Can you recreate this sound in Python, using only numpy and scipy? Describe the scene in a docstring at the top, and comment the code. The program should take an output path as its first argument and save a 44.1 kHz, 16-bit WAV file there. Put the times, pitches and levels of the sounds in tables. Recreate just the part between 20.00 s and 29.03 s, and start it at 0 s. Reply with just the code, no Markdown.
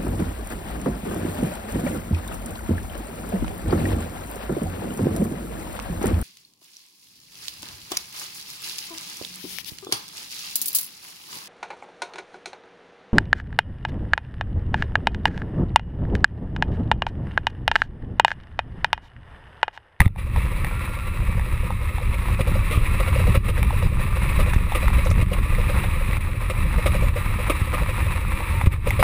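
"""The tyres of a gravity racer hiss fast down an asphalt road, heard from a cased camera on its frame.
Road grit drums through the tyres into the case, wind and road shake the frame, and a loose panel
bounces about twelve times a second. The wheels whirr and go light after most hard bumps, seams scrape
and fittings knock. Far underneath lie a brief whistle of air, flicks of sand and a singing brake pad."""
import sys
import numpy as np
from scipy import signal
from scipy.fft import rfft, irfft, next_fast_len
from scipy.io import wavfile
from scipy.ndimage import uniform_filter1d

SR = 44100
rng = np.random.default_rng(int(sys.argv[2]) if len(sys.argv) > 2 else 0)


def file_out(sig):
    """Save sig as 16-bit WAV at sys.argv[1]."""
    # one column per channel
    cols = np.atleast_2d(sig).T
    # limit, then scale
    lim = np.clip(cols, -1, 1)
    pcm = np.round(lim * 32767).astype(np.int16)
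    wavfile.write(sys.argv[1], SR, pcm)


N = 398223
TIME = np.arange(N) / SR

# tyre noise, riding on speed and the coarseness of the asphalt: t/s, level/dB
ROLL_LEVEL = [(0, -34), (.27, -45), (.37, -37), (1.06, -35.5), (1.9, -38), (2.5, -34), (2.72, -33),
              (3.25, -31.5), (3.55, -35.5), (3.95, -34), (4.2, -33), (4.7, -31), (5.4, -35.5), (5.7, -31.5),
              (6.35, -36.5), (6.8, -32.5), (8.2, -32.5), (9.03, -36)]
# shaking from wind and road, growing with speed: t/s, level/dB
SHAKE_LEVEL = [(0, -12), (.2, -27), (.4, -18.5), (.95, -25), (1.32, -18.5), (1.7, -21), (2.6, -16.5),
               (3.8, -17), (4.1, -17.5), (5.0, -15), (5.8, -16.5), (6.4, -20.5), (7.0, -14), (7.3, -20.5),
               (8.0, -20), (8.35, -21.5), (8.9, -19), (9.03, -12.5)]
# hard bumps and the hop after each: t/s, thump level/dB, tyre dip/dB (negative swells), hop length/s
HARD_BUMPS = [(0.01, -8, 9, .04), (0.063, -2.5, 25, 0.12), (2.405, -7.5, 3.5, 0.095),
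              (2.52, -7.5, 2.5, 0.046), (2.775, -5.5, 5.5, 0.083), (3.374, -7, 11, 0.074),
              (3.504, -17, 7, 0.056), (3.86, -8, 4.5, .12), (4.562, -3, 6, 0.25), (5.116, -6, 6, 0.042),
              (5.226, -5.5, 6, 0.11), (6.09, -9, -2.5, 0.11), (6.178, -14, 11, 0.032),
              (7.091, -15, 9, 0.084), (7.616, -8.5, -1.5, 0.045), (8.638, -9.5, 3, .03),
              (8.671, -1.5, 14, 0.051), (8.741, -14, 12, 0.12)]
# tone colour of the tyres: f/Hz, gain/dB
TYRE_EQ = [(330, -0.5), (440, -13.5), (520, -0.5), (700, -14.5), (1000, 2), (1280, 0), (1500, -10),
           (1850, -0.5), (2630, -0.5), (2950, -14), (3950, -12), (4300, -21.5), (6100, -30), (8000, -21)]
# resonances of the camera case: f/Hz, width/Hz, gain/dB
CASE_MODES = [(8400, 1200, -1), (9420, 420, 8.5), (9850, 850, 9), (10780, 600, 3.5), (11900, 400, -6),
              (13170, 550, 5.5), (13950, 500, 4), (14500, 700, 8.5)]
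# resonances of thin metal parts that jingle along: f/Hz, width/Hz, gain/dB
METAL_MODES = [(2860, 25, 0), (3920, 70, -6), (4560, 60, -17), (4900, 25, -9), (5430, 120, -19),
               (6560, 80, -21), (7100, 25, -14), (8100, 90, -13), (9150, 25, -10), (10790, 50, -10),
               (11490, 40, -10), (11900, 40, -10), (12100, 40, -10), (12510, 40, -11), (14850, 50, -13)]


def undb(db):
    """Decibels to gain."""
    return 10 ** (np.asarray(db) / 20)


def unit(x):
    """Scale to rms 1."""
    return x / np.sqrt(np.mean(x ** 2))


def crest(x):
    """Scale the loudest 5 ms to rms 1."""
    return x / np.sqrt(uniform_filter1d(x ** 2, size=220).max())


def curve(rows):
    """Join (t/s, value) rows by straight lines."""
    return np.interp(TIME, *np.transpose(rows))


def walk(rate):
    """Smooth random drift, about rate new values a second, spread near 1."""
    hold = max(int(SR / rate), 1)
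    steps = rng.standard_normal(N)[np.arange(N) // hold]
    return 1.2 * uniform_filter1d(steps, hold)


def colour(x, points):
    """Equalise by (f/Hz, gain/dB) points, falling steeply beyond both ends."""
    hz, db = np.transpose(points)
    size = next_fast_len(N + 8192)
    f = np.maximum(np.fft.rfftfreq(size, 1 / SR), 1)
    gain = undb(np.interp(np.log(f), np.log(hz), db))
    skirts = 1 / np.sqrt((1 + (.8 * hz[0] / f) ** 8) * (1 + (.8 * f / hz[-1]) ** 8))
    return irfft(rfft(x, size) * gain * skirts, size)[:N]


def ring(x, modes, order=1):
    """Drive (f/Hz, width/Hz, gain/dB) resonances; order 2 gives steeper flanks."""
    out = 0
    for hz, width, db in modes:
        peak = np.hstack(signal.iirpeak(min(hz, .45 * SR), hz / width, SR))
        out += undb(db) * signal.sosfilt(np.tile(peak, (order, 1)), x)
    return out


def add(track, start, sound):
    """Mix a sound into a track at a time in seconds."""
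    i = int(np.clip(start * SR, 0, N - 1))
    track[i:i + len(sound)] += sound[:N - i]


def grit(spread_db):
    """Dense tiny impacts of uneven size."""
    return unit(rng.standard_normal(N) * undb(spread_db * walk(1500)))


def taps(count, spread_db):
    """Single clicks of uneven size at random moments."""
    out = np.zeros(N)
    for moment, size in rng.random((count, 2)):
        add(out, moment * N / SR, undb([-spread_db * np.log(1 - .93 * size)]))
    return out


def whistle(hz=1376, width_hz=50):
    """Air sings briefly on an edge of the shell."""
    # a faint swell early in the run: t/s, level/dB
    swell = [(.6, -70), (.75, -44), (1.2, -48), (1.35, -77)]
    return unit(ring(rng.standard_normal(N), [(hz, width_hz, 0)], order=2)) * undb(curve(swell))


def brake(hz=916, width_hz=8.7):
    """A brake pad touches the rim and sings faintly on one narrow resonance."""
    # the pad's touch late in the run: t/s, level/dB
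    touch = [(8.0, -75), (8.14, -50), (8.4, -43.5), (8.58, -41), (8.68, -56)]
    return unit(ring(rng.standard_normal(N), [(hz, width_hz, 0)], order=2)) * undb(curve(touch))


def sand(hz=6100, width_hz=3200, decay_s=.012, level_db=-5):
    """Sand flicked against the shell gives a brief, bright rustle."""
    # pinches of sand: t/s, level/dB
    flicks = [(4.538, -40), (5.049, -34), (5.102, -32), (8.888, -37)]
    force = sum(undb(db) * (TIME > at) * np.exp(-np.abs(TIME - at) / decay_s) for at, db in flicks)
    return unit(ring(grit(spread_db=4), [(hz, width_hz, 0)], order=2)) * force * undb(level_db)


def jiggle(load_db, dull_db=-12, chip_db=-13):
    """The fittings tap lightly, and stone chips tick under the tyres."""
    dull = unit(ring(taps(count=110, spread_db=1.5), [(1036, 890, 7), (550, 300, -29)], order=2))
    chips = unit(colour(taps(count=140, spread_db=-5.0), TYRE_EQ))
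    return (undb(dull_db) * dull + undb(chip_db) * chips) * undb(curve(ROLL_LEVEL) + load_db)


def whirr(load_db, waver=.035, waver_hz=7, flutter_hz=60):
    """The spinning wheels whirr: narrow, fluttering tones that waver in pitch."""
    # wheel tones: f/Hz, level/dB
    tones = [(1160, -11.5), (1330, -19), (1900, -23), (2300, -13.5), (2580, -18.5)]
    out = np.zeros(N)
    for hz, db in tones:
        flutter = walk(flutter_hz) + 1j * walk(flutter_hz)
        cycles = np.cumsum(hz * (1 + waver * walk(waver_hz))) / SR
        out += undb(db) * np.real(flutter * np.exp(2j * np.pi * cycles))
    return out * undb(curve(ROLL_LEVEL) + load_db)


def seams(case_db=-14, level_db=1):
    """Seams and rough patches pass under the tyres with short, coarse scrapes."""
    # rough spots in the road: t/s, level/dB, length/s
    scrapes = [(.008, -29, 0.021), (2.407, -26, 0.014), (2.709, -28, 0.078), (3, -25.5, .012),
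               (3.082, -30, 0.011), (3.349, -25, 0.023), (3.484, -30, 0.02), (4.398, -26, 0.024),
               (4.748, -24, .028), (5.112, -26.5, 0.0065), (5.212, -28.5, 0.022), (5.33, -27.5, 0.018),
               (6.499, -25.5, 0.017), (6.859, -21.5, 0.021), (7.497, -20, 0.022), (7.737, -27, 0.023),
               (8.66, -26.5, .014), (8.872, -29, 0.026), (8.992, -26, 0.045)]
    # tone colour of a scrape: f/Hz, gain/dB
    scrape_eq = [(300, -4), (600, -1), (800, -29), (1230, 1), (1450, -25), (2100, -4.5), (2750, -9.5),
                 (3050, -16.5), (3850, -17), (4400, -27), (6000, -34), (9600, -23.5), (12000, -61),
                 (15000, -46)]
    force = np.zeros(N)
    for start, db, length in scrapes:
        age = np.clip((TIME - start) / length, 0, 9)
        force += undb(db) * np.minimum(age / 0.025, 1) * np.exp(-age ** 2)
    road = grit(spread_db=2.0)
    case = undb(case_db) * unit(ring(road, CASE_MODES, order=2))
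    return (unit(colour(road, scrape_eq)) + case) * force * undb(level_db)


def fittings(contact_s=0.00063, crack=5.76, bounce_db=-9, case_db=-9, level_db=2):
    """Loose fittings knock and bounce once; the higher their pitch, the more they ring the case."""
    # hard knocks: t/s, level/dB, f/Hz
    knocks = [(.0035, -1, 1925), (.0575, -19.5, 2030), (.16, -30, 890), (.361, -18, 966), (.646, -15, 1840),
              (1.395, -20, 1810), (1.705, -20, 990), (1.982, -21.5, 890), (2.285, -21, 900),
              (3.578, -23, 1820), (3.629, -16, 2300), (3.706, -19.5, 930), (4.534, -15, 1640),
              (4.721, -17, 800), (4.881, -14.5, 1260), (5.07, -19.5, 1010), (5.55, -20, 1950),
              (5.773, -21.5, 1960), (5.839, -19, 890), (6.131, -19, 2040), (6.169, -20.5, 1270),
              (7.011, -24, 2100), (8.405, -22, 965), (8.613, -15, 970), (8.906, -12.5, 2120),
              (9.027, -2, 1000)]
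    # resonances of a fitting: f/Hz, width/Hz, gain/dB
    modes = [(860, 360, -1), (2070, 800, -6.5), (3560, 200, -9.5)]
    out, t = np.zeros(N), TIME[:SR // 25]
    contact = t / contact_s * np.exp(-t / contact_s)
    for start, db, hz in knocks:
        blow = contact * np.sin(2 * np.pi * hz * t)
        for lag, drop_db in [(0, 0), (rng.uniform(.004, 0.024), bounce_db)]:
            snap = contact * rng.standard_normal(len(t))
            body = ring(blow + crack * snap, modes, order=2)
            case = undb(case_db) * (hz / 2000) * ring(snap, CASE_MODES, order=2)
            knock = blow + body + case
            add(out, start + lag, knock * undb(db + drop_db + level_db) / np.abs(knock).max())
    return out


def bumps(frame_hz=85, attack_s=0.00093, decay_s=0.0069):
    """A hard bump kicks the frame, which swings once or twice: a low thump."""
    out, t = np.zeros(N), TIME[:SR // 8]
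    swing = np.sin(2 * np.pi * frame_hz * t) * np.exp(-t / decay_s) * (1 - np.exp(-t / attack_s))
    for start, db, _, _ in HARD_BUMPS:
        add(out, start, swing / swing.max() * undb(db))
    return out


def hops(peak_share=0.36, rounding=0.59):
    """Tyre load in dB: after most hard bumps it drops quickly and returns more slowly."""
    load_db = np.zeros(N)
    for start, _, dip_db, length in HARD_BUMPS:
        lift = np.interp((TIME - start) / length, [0, peak_share, 1], [0, 1, 0])
        load_db -= dip_db * np.sin(np.pi / 2 * lift) ** rounding
    return load_db


def bounces(gap_s=.085, idle_db=-24.5, follow=0.62, scatter_db=2.0, unevenness=.2):
    """Panel blows as (t/s, level/dB): even, hard runs, and light ones between that follow the shaking."""
    # runs of hard bouncing: first t/s, last t/s, first level/dB, last level/dB
    runs = [(2.392, 2.551, -23, -24.5), (3.002, 3.152, -25.5, -22), (3.192, 3.346, -24.5, -21.5),
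            (3.48, 3.578, -28, -27.5), (3.728, 3.822, -29, -25.5), (4.389, 4.463, -21, -25),
            (4.754, 4.825, -25, -26), (4.98, 5.059, -31, -24.5), (5.314, 5.314, -25, -22),
            (5.583, 5.693, -25.5, -25), (6.499, 6.499, -27, -23), (6.779, 6.861, -25, -22),
            (6.943, 7.023, -21, -24.5), (7.158, 7.158, -24.5, -26), (7.387, 7.572, -27.5, -42),
            (7.733, 7.888, -26, -30), (8.867, 8.993, -23, -17.5)]
    hard = np.vstack([np.linspace((first, first_db), (last, last_db), round((last - first) / gap_s) + 1)
                      for first, last, first_db, last_db in runs])
    timing, size = rng.standard_normal((160, 2)).T
    times = np.cumsum(gap_s * np.exp(unevenness * timing))
    drive_db = np.interp(times, TIME, follow * curve(SHAKE_LEVEL) + hops())
    light = np.transpose([times, idle_db + drive_db + scatter_db * size])
    clear_of_hard = np.abs(times[:, None] - hard[:, 0]).min(axis=1) > .7 * gap_s
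    return np.vstack([hard, light[clear_of_hard & (times < TIME[-1])]])


def presses(strikes, press_s=0.011, press_db=2.0, hard_db=-22):
    """Tyre load in dB: each jolt that throws the panel also presses the tyres briefly on the road."""
    load_db, t = np.zeros(N), TIME[:SR // 8]
    push = np.sin(np.pi * np.minimum(t / press_s / 2, 1))
    for start, db in strikes:
        add(load_db, start - press_s / 2, press_db * min(undb(db - hard_db), 1) * push)
    return load_db


def panel(strikes, buzz_hz=514, attack_s=.007, decay_s=0.02, jingle_s=0.033, rasp_db=-2, metal_db=-15):
    """A loose panel buzzes against the frame at each blow; metal parts jingle on a little longer."""
    # resonances of the panel: f/Hz, width/Hz, gain/dB
    modes = [(500, 250, 9), (576, 32, 34), (383, 90, 2), (1260, 170, 7.5), (1950, 160, -1), (2850, 65, -33)]
    out, t = np.zeros(N), TIME[:SR // 7]
    fade = np.exp(-(t / decay_s) ** 2)
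    softness = signal.butter(3, 3400, fs=SR, output="sos")  # the soft panel passes little treble
    for start, db in strikes:
        touch = np.sin(2 * np.pi * buzz_hz * (1 + .025 * rng.standard_normal()) * t)
        scuffs, clinks = rng.standard_normal((2, len(t))) * undb(1.3 * rng.exponential(size=(2, len(t))))
        buzz = touch * fade * np.minimum(t / attack_s, 1)
        rasp = signal.sosfilt(softness, ring(fade * (1 + .6 * touch) * scuffs, modes))
        jingle = ring(np.exp(-(t / jingle_s) ** 2) * clinks, METAL_MODES)
        blow = crest(buzz) + undb(rasp_db) * crest(rasp) + undb(metal_db) * crest(jingle)
        add(out, start - .001, blow * undb(db - 4))
    return out


def frame(load_db, sway_db=2, level_db=-1.5):
    """Wind and the uneven road keep the frame shuddering; it also throbs in single jolts."""
    # tone colour of the rumble: f/Hz, gain/dB
    rumble_eq = [(11, -68), (18, -1), (38, 0.5), (89, -3.5), (107, -5.5), (150, -16.5), (188, -15),
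                 (245, -29.5), (420, -32), (550, -42), (920, -120)]
    jolts = unit(taps(count=160, spread_db=3.0))
    shudder = unit(colour(rng.standard_normal(N) + 0.5 * jolts, rumble_eq))
    # the tyres' damping keeps the swings about equal in strength
    shudder /= uniform_filter1d(shudder ** 2, size=5000) ** 0.41
    return unit(shudder * undb(sway_db * walk(25))) * undb(curve(SHAKE_LEVEL) + .5 * load_db + level_db)


def tyres(load_db, case_db=-12, flutter_db=1.66, metal_db=-28, level_db=-0.86):
    """Asphalt grains drum through hard tyres and ring the camera case and the metal parts."""
    road = grit(spread_db=1.5) * undb(flutter_db * walk(45))
    hiss = unit(colour(road, TYRE_EQ))
    case = undb(case_db) * unit(ring(road, CASE_MODES, order=2))
    metal = undb(metal_db) * unit(ring(road, METAL_MODES))
    return (hiss + case + metal) * undb(curve(ROLL_LEVEL) + load_db + level_db)


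def scene(patchy_db=0.36):
    """Everything reaches the camera through its mount, alike in both channels."""
    strikes = bounces()
    load_db = hops() + presses(strikes) + patchy_db * walk(9.8)
    rolling = tyres(load_db) + whirr(load_db) + frame(load_db) + jiggle(load_db)
    racer = rolling + panel(strikes) + seams() + fittings() + bumps() + sand() + brake() + whistle()
    return np.array([racer, racer])


def record(dry, top_hz=15300):
    """The camera clips at full scale and cuts the top."""
    return signal.sosfilt(signal.ellip(10, .2, 80, top_hz, fs=SR, output="sos"), np.clip(dry, -1, 1))


dry = scene()
out = record(dry)
file_out(out)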